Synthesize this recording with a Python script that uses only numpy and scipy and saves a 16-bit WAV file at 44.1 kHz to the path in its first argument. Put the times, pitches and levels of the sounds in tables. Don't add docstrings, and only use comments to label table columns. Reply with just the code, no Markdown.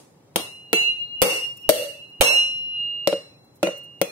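import sys
import numpy as np
from scipy import signal
from scipy.fft import rfft, irfft, next_fast_len
from scipy.io import wavfile
from scipy.ndimage import uniform_filter1d

SR = 44100
rng = np.random.default_rng(int(sys.argv[2]) if len(sys.argv) > 2 else 0)


def output_pcm(signal):
    pcm = np.clip(np.atleast_2d(signal).T, -1, 1) * 32767
    wavfile.write(sys.argv[1], SR, np.round(pcm).astype(np.int16))


def decibels_to_gain(level_db):
    exponent = np.asarray(level_db, float) / 20
    return 10 ** exponent


N = 181251
LENGTH = SR * 3 // 4


def unit(x):
    return x / np.sqrt(np.mean(x ** 2) + 1e-20)


def along(points, hz):
    f, v = np.transpose(points)
    return np.interp(np.log(hz + 1), np.log(f + 1), v)


def filtered(x, response):
    m = next_fast_len(x.shape[-1] + 4096)
    spectrum = rfft(x, m) * response(np.fft.rfftfreq(m, 1 / SR))
    return irfft(spectrum, m)[..., :x.shape[-1]]


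def add(out, x, s):
    i = round(s * SR)
    out[:, i:i + x.shape[1]] += x[:, :N - i]


def sides(pan_db):
    return decibels_to_gain(np.array([pan_db / 2, -pan_db / 2]))


def two_ports(one, other, plus, minus):
    return np.array([one + plus * other, one - minus * other])


def mode(hz, db, t60, attack=0.0023, flutter_db=0):
    t = np.arange(min(LENGTH, int(t60 * SR))) / SR
    turn = rng.normal(0, 1) * min(hz / 1500, 1.5) * np.array([[.5], [-.5]])
    knots = rng.standard_normal((2, 40))
    flutter = np.array([np.interp(35 * t, np.arange(k.size), k) for k in knots])
    level = decibels_to_gain(db - 60 * t / t60 + flutter_db * flutter) * (1 - np.exp(-t / attack))
    x = level * np.sin(2 * np.pi * hz * t + turn)
    return np.pad(x, ((0, 0), (0, LENGTH - len(t))))


def crack(db, colour, t60, lift_db=0):
    t = np.arange(SR // 8) / SR

    def gain(hz):
        return decibels_to_gain(along(colour, hz) + lift_db * along([(5000, 0), (14000, 1)], hz))

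    one, other = filtered(rng.standard_normal((2, len(t))), gain)
    envelope = decibels_to_gain(db - 60 * t / t60) * (1 - np.exp(-t / 0.00038))
    x = envelope * unit(two_ports(one, other, 1.07, 1.15))
    return np.pad(x, ((0, 0), (0, LENGTH - len(t))))


# pitch_hz, level_db (per Hz)
CRACK_COLOUR = [(410, -11), (700, -5), (1810, -29), (2630, -16), (3200, -14.5), (6450, -23.5), (7370, -29),
                (8750, -23), (14800, -29.5), (16500, -35)]


def snap(db, mid_crack_db, lift_db):
    bite = crack(db + 11.5, CRACK_COLOUR, 0.0043, lift_db)
    splinter = crack(db - 2.5, CRACK_COLOUR, 0.039, lift_db)
    low = crack(mid_crack_db - 5.5, [(600, -45.5), (900, -2.5), (2500, 13.5), (4000, -12.0)], 0.018)
    return bite + splinter + low


# pitch_hz, level_db, t60_s
SHELL_MODES = [(190, -3.5, 0.095), (330.8, 2.5, 0.07), (715, -6.5, 0.049), (902, -11, 0.011),
               (1381, -2.5, 0.037), (2560, -14, 0.12)]


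def knock(hz, cavity_db, shell_db):
    cavity = mode(hz, cavity_db - 1.5, 0.12, 0.0007) + mode(hz * 1.06, cavity_db - 2.5, 0.087, 0.0018)
    cavity = cavity + mode(hz * .87, cavity_db - 9.0, 0.15, 0.0038)
    tap = mode(hz * 1.295, cavity_db + 1, 0.0064, 0.00038)
    shell = sum(mode(f, shell_db + db + rng.normal(0, 0.98), t60, 0.003) for f, db, t60 in SHELL_MODES)
    return cavity + tap + shell


# pitch_hz, t60_s
SHORT_MODES = [(6277, .36), (8505, 0.39), (11623, 0.18)]
# pitch_hz, level_db (re crack), t60_s
FAINT_MODES = [(2330, -18, 0.26), (2455, -7, 0.6), (3300, -4.5, 0.2), (3430, -14.5, 0.42),
               (4192, -14, 0.54), (6840, -15.5, 0.34), (7050, -22, 0.15)]


def shimmer(crack_db, levels_db):
    steel = sum(mode(hz, db, t60, 0.007, flutter_db=6) for (hz, t60), db in zip(SHORT_MODES, levels_db))
    faint_db = crack_db - 19.5 + 0.45 * (levels_db[0] + 38)
    for hz, db, t60 in FAINT_MODES:
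        scatter_db = rng.normal(0, 2)
        steel = steel + mode(hz, faint_db + db + scatter_db, t60, flutter_db=6)
    return steel


def evened(x):
    power = uniform_filter1d(np.abs(rfft(x)) ** 2, size=300, axis=1)
    pulse = np.roll(irfft(np.sqrt(np.abs(power)), x.shape[1]), 100, axis=1)
    return pulse * (np.arange(x.shape[1]) < 1000)


def without_deep_bass(x):
    return filtered(x, lambda hz: (1j * hz / (110 + 1j * hz)) ** 2)


# start_s, crack_db, cavity_hz, cavity_db, duck_db (gain control)
BLOWS = [
    (0.3594, -9.5, 458, -34, -2.5),
    (0.7299, -11.5, 444.5, -21, 2),
    (1.2175, -8.5, 491.6, -22.5, 10),
    (1.691, -6, 579.2, -11, 13),
    (2.2094, -5.5, 551, -21, 10),
    (3.0732, -12, 561.7, -18.5, 0.5),
    (3.6295, -17.5, 558.6, -19, -3.2),
    (4.0147, -12, 548, -18, 1.5),
]
# mid_crack_db, shell_db, crack_pan_db (L-R), shell_pan_db (L-R), wet_db
PORTS = [(-19, -31.5, 2.5, 4.5, -3.5), (-5.5, -24.5, 4, -1, -6), (-6, -30, -4.5, 20, -2.5),
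         (-3.5, -30.5, 3.5, 13.5, -9), (-6.5, -50.5, -11, 17.5, -4), (-12.5, -31.5, -2.5, 10.5, -7.5),
         (-12.5, -24, -4.5, 3.5, -3), (-11.5, -27.5, 1.5, 2.5, -11.5)]
# first_db, second_db, third_db (short modes), treble_lift_db (crack)
SHIMMER = [(-49.5, -46, -46, 9), (-26.5, -35.5, -30, 6), (-32.5, -49, -41.5, 14.5), (-46, -40.5, -41, 13),
           (-22, -27.5, -35.5, 9), (-57, -54, -52, 0), (-39.5, -56.5, -44, -2.5), (-40, -64, -61, 10.5)]


def blows():
    out, t = np.zeros((2, N)), np.arange(LENGTH) / SR
    late = 1 / (1 + np.exp(-(t - .016) / 0.0057))
    for (s, db, hz, cavity_db, duck_db), port, (*steel_db, lift_db) in zip(BLOWS, PORTS, SHIMMER):
        mid_crack_db, shell_db, pan_db, shell_pan_db, wet_db = port
        split = snap(db, mid_crack_db, lift_db) * sides(pan_db)[:, None]
        body = knock(hz, cavity_db + 6.5, shell_db + 8.5) * sides(shell_pan_db)[:, None]
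        lag_s = 0.0001722 * max(duck_db, 0)
        body = np.roll(body, int(lag_s * SR), axis=1)
        steel = shimmer(db, steel_db)
        wet = kitchen(evened(split) * decibels_to_gain(-0.5) + body + decibels_to_gain(-9.0) * steel)
        wet = decibels_to_gain(wet_db + duck_db) * late ** 0.054 * wet
        gain = decibels_to_gain(-duck_db * late * np.clip(1 - t / 0.15, 0, 1))
        add(out, (split + body + steel + wet) * gain, s)
    return without_deep_bass(out)


# start_s, crack_db, cavity_hz, cavity_db, shell_db
BOUNCES = [
    (0.3935, -39, 594, -48, -35.5),
    (3.1276, -20, 546.3, -12.5, -26),
    (3.6706, -6.5, 589.5, -16, -25),
    (3.6881, -28, 547, -21, -37),
]


def bounces():
    out = np.zeros((2, N))
    colour = [(500, -4.5), (1500, -15.5), (3000, 3.5), (5000, -22.5), (12000, -28.5)]
    for s, db, hz, cavity_db, shell_db in BOUNCES:
        hit = crack(db - 10.0, colour, 0.028) + knock(hz, cavity_db, shell_db + 3.5)
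        add(out, hit + decibels_to_gain(-16.5) * kitchen(hit), s)
    return without_deep_bass(out)


# time_s, level_db
RING = [
    [(.37, -39.5), (.5, -42), (.62, -46.5), (.72, -47)],
    [(.745, -26.5), (.81, -20), (.89, -22.5), (.98, -35.5), (1.02, -26), (1.085, -41), (1.14, -34),
     (1.2, -33)],
    [(1.235, -36), (1.31, -25.5), (1.39, -32.5), (1.45, -26), (1.53, -39.5), (1.59, -53.5), (1.65, -36)],
    [(1.72, -47), (1.81, -29.5), (1.86, -36.5), (1.91, -33), (1.99, -45.5), (2.03, -37), (2.08, -55),
     (2.12, -43.5), (2.19, -42.5)],
    [(2.225, -28), (2.29, -27), (2.33, -22), (2.38, -14), (2.5, -25.5), (2.62, -28), (2.72, -29),
     (2.81, -24), (3.05, -31.5)],
    [(3.09, -35), (3.17, -34), (3.24, -56), (3.32, -68), (3.42, -87.5)],
    [(3.645, -35.5), (3.71, -37.5), (3.85, -42), (4.0, -50.5)],
    [(4.03, -39.5), (4.11, -71)],
]
# lower_db, upper_db, top_db, swell_db (as the blade leaves the shell)
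PARTIALS = [(-26, -38, -54.5, 15.5), (-9, -23.5, -48.5, 7.5), (-9, -44, -30, 16), (-17, -39.5, -45.5, 29.5),
            (-3.5, -15.5, -20, 16), (-40.5, -42.5, -53, -8.5), (-34.5, -53, -60, -2.5),
            (-40.5, -49.5, -56.5, -3)]
# time_s, blade_speed_m_per_s
SWING = [(0, 1.14), (.7, 0.15), (.9, 0.59), (1.1, 1.07), (1.35, 0.64), (1.6, 1.12), (1.85, 0.83),
         (2.1, 1.16), (2.3, 0.49), (2.5, 0.056), (3.05, 0.047), (3.2, 0.23), (4.11, .1)]
# time_s, tilt (0-1)
TILT = [(.5, 0.32), (.63, 0.42), (.72, 0.09), (.88, 0.14), (1.0, 0.69), (1.1, 0.79), (1.22, 0.5), (1.4, .2),
        (1.56, 0.93), (1.68, 0.46), (1.8, 0.63), (2.08, 0.45), (2.21, 0.43), (2.38, 0.26), (2.62, 0.61),
        (2.7, 0.59), (2.8, 0.17), (3.07, .1)]
LONG_HZ = [2837.5, 2700, 4065, 5466]
# t60_s, pan_db (L-R), turned_pan_db (change), turned_shade_db
LONG = [(2, -5.5, 14, 0.5), (0.83, -1.5, -6.5, 22), (1.28, -1, 7, 22.5), (0.77, 1, 6.5, 8.5)]
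LEAD = [(1.19, -6, 0.62), (4, -4, .6), (-2.5, 2, 1.2), (1.5, -1, 0.72)]


def blade():
    out, clock = np.zeros((2, N)), np.arange(N) / SR
    starts = [row[0] for row in BLOWS]
    ends = starts[1:] + [starts[-1] + .4]
    for rows, (*others_db, swell_db), begin, end in zip(RING, PARTIALS, starts, ends):
        on = (clock >= begin) & (clock < end)
        t, age = clock[on], clock[on] - begin
        speed = np.interp(t, *np.transpose(SWING))
        tilt = uniform_filter1d(np.interp(t, *np.transpose(TILT)), size=2000)
        heading_back = np.tanh((t - end + 0.141) / 0.024)
        travel = np.cumsum(speed * heading_back) / SR / 343
        swell = -swell_db * np.clip(1 - age / 0.13, 0, 1) ** 2
        stop = np.clip((end - t) / 0.0063, 0, 1)
        levels = [np.interp(t, *np.transpose(rows))]
        levels += [db + swell - 60 * age / t60 for db, (t60, *_) in zip(others_db, LONG[1:])]
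        for hz, (_, pan_db, turn_db, shade_db), (lead, turn, walls), db in zip(LONG_HZ, LONG, LEAD, levels):
            level = decibels_to_gain(db - shade_db * tilt) * sides(pan_db + turn_db * tilt)
            heading = rng.uniform(-0.86, 1, (3, 2, 1))
            start = rng.uniform(0, 2 * np.pi, (3, 2, 1))
            paths = np.sin(2 * np.pi * hz * (t + 1.8 * heading * travel) + start).sum(0)
            port_phase = np.array([[.5], [-.5]]) * (lead + turn * tilt)
            direct = np.sin(2 * np.pi * hz * (t + 1.4 * travel) + port_phase)
            ring = direct + walls * np.clip(speed - .07, 0, 1) * paths
            out[:, on] += 1.085 * level * ring * stop
    return out


# start_s, level_db, way (positive push, negative pull)
PUSHES = [
    (.354, -57, 1),
    (.725, -58.5, 1),
    (1.2161, -32, -1.3),
    (1.684, -37, 1),
    (2.2032, -26.5, 1),
    (3.068, -53, 1),
    (3.625, -57, 1),
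    (4.010, -53, 1),
]


def pushes():
    air, u = np.zeros((2, N)), np.arange(SR // 8) / SR / .0021
    push = u * u * (3 - u) * np.exp(-u)
    both = sides(-6.0)[:, None] * [np.roll(push, 130), push]
    for s, db, way in PUSHES:
        add(air, way * decibels_to_gain(db + 6) * both, s)
    return air


# time_s, level_db, length_s
RUSTLES = [(1.574, -41, 0.0061), (1.603, -58, 0.0089), (1.618, -53, 0.025), (2.097, -63, 0.016),
           (3.451, -65.5, 0.012), (3.564, -55.5, 0.013), (3.783, -45.5, 0.0093), (3.845, -51.5, 0.0097)]


def rustles():
    out, t = np.zeros((2, N)), np.arange(SR // 8) / SR
    colour = [(2000, -31.0), (4000, -11), (9000, -3.5), (15000, -1.5)]
    for s, db, length in RUSTLES:
        grains = rng.standard_normal((2, len(t))) * decibels_to_gain(8.5 * rng.standard_normal(len(t)))
        bright = filtered(grains, lambda hz: decibels_to_gain(along(colour, hz)))
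        add(out, decibels_to_gain(db) * unit(bright) * np.exp(-((t - .05) / length) ** 2), s - .05)
    return out


# pitch_hz, t60_s
KITCHEN = [(150, 0.36), (500, 0.35), (2000, 0.45), (6000, 0.48), (10000, 0.41), (16000, 0.33)]
# pitch_hz, level_db
WALLS = [(150, -1.5), (500, 5.9), (1500, 0.54), (4000, 4), (9000, 3.5), (15000, -3)]


def kitchen(x):
    one, other = rng.standard_normal((2, LENGTH))
    hz, t, z = signal.stft(two_ports(one, other, 1.104, 0.99), SR, nperseg=256)
    low = hz < 900
    z[:, low] = 0.47 * z[:, low] + 0.16 * z[::-1, low]
    fade_db = along(WALLS, hz)[:, None] - 60 * t / along(KITCHEN, hz)[:, None]
    tail = signal.istft(z * decibels_to_gain(fade_db), SR, nperseg=256)[1]
    tail = np.pad(tail / np.linalg.norm(tail[0]), ((0, 0), (130, 0)))
    return signal.fftconvolve(x.mean(0)[None], tail, axes=1)[:, :LENGTH]


# pitch_hz, level_db (per Hz)
HUM = [(15, -85), (25, -45), (124, -1.5), (182, -6.5), (208, -11), (304, -9), (422, -11), (538, -11.5),
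       (651, -18), (766, -15.5), (1510, -28), (3320, -30), (15200, -35), (16500, -34.5)]
# pitch_hz, likeness (-1 to 1)
ALIKE = [(60, 0.75), (180, 1), (550, 0.49), (1650, 0.13), (4970, -0.41), (15000, -0.71)]
# level_db, t60_s
EARLIER = (-50.5, 0.46)


def room_tone():
    def mid_side(hz):
        turn = np.arccos(np.clip(along(ALIKE, hz), -1, 1)) / 2
        return decibels_to_gain(along(HUM, hz)) * [np.cos(turn), np.sin(turn)]

    mid, side = filtered(rng.standard_normal((2, N)), mid_side)
    hum = decibels_to_gain(-56) * unit(np.array([mid + side, mid - side]))
    colour = [(150, -10.5), (400, 15.5), (1500, -4.5), (9000, 1.0), (16000, -17)]
    tail = filtered(rng.standard_normal((2, N)), lambda hz: decibels_to_gain(along(colour, hz)))
    fading = decibels_to_gain(EARLIER[0] - 60 * np.arange(N) / SR / EARLIER[1])
    return hum + fading * unit(tail)


def scene():
    return blows() + bounces() + blade() + pushes() + rustles() + room_tone()


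def thinned(x, share):
    hz, t, z = signal.stft(x, SR, nperseg=1024)
    power = np.abs(z) ** 2
    total = power.sum((0, 1))
    steady = np.maximum(np.roll(total, -1), total) < 4 * np.roll(total, 1)
    busy = np.clip(np.log10(total / total.min()) / 2, .4, 1)
    held = uniform_filter1d(uniform_filter1d(power, size=2, axis=2), size=2, axis=1).mean(0)
    below = held < share * busy * uniform_filter1d(held, size=24, axis=0)
    weak = below & (hz[:, None] > 2300) & steady
    return signal.istft(np.where(weak, .05 * z, z), SR, nperseg=1024)[1][:, :N]


def top_cut(x):
    return signal.sosfilt(signal.butter(12, 16960, fs=SR, output="sos"), x)


def record(dry):
    clipped = dry / (1 + np.abs(dry / .78) ** 4) ** (1 / 4)
    limited = filtered(clipped, lambda hz: decibels_to_gain(along([(15700, 1.0), (16100, -21), (17000, -43.0)], hz)))
    sparse = thinned(limited, share=.85)
    return top_cut(sparse)


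dry = scene()
out = record(dry)
output_pcm(out)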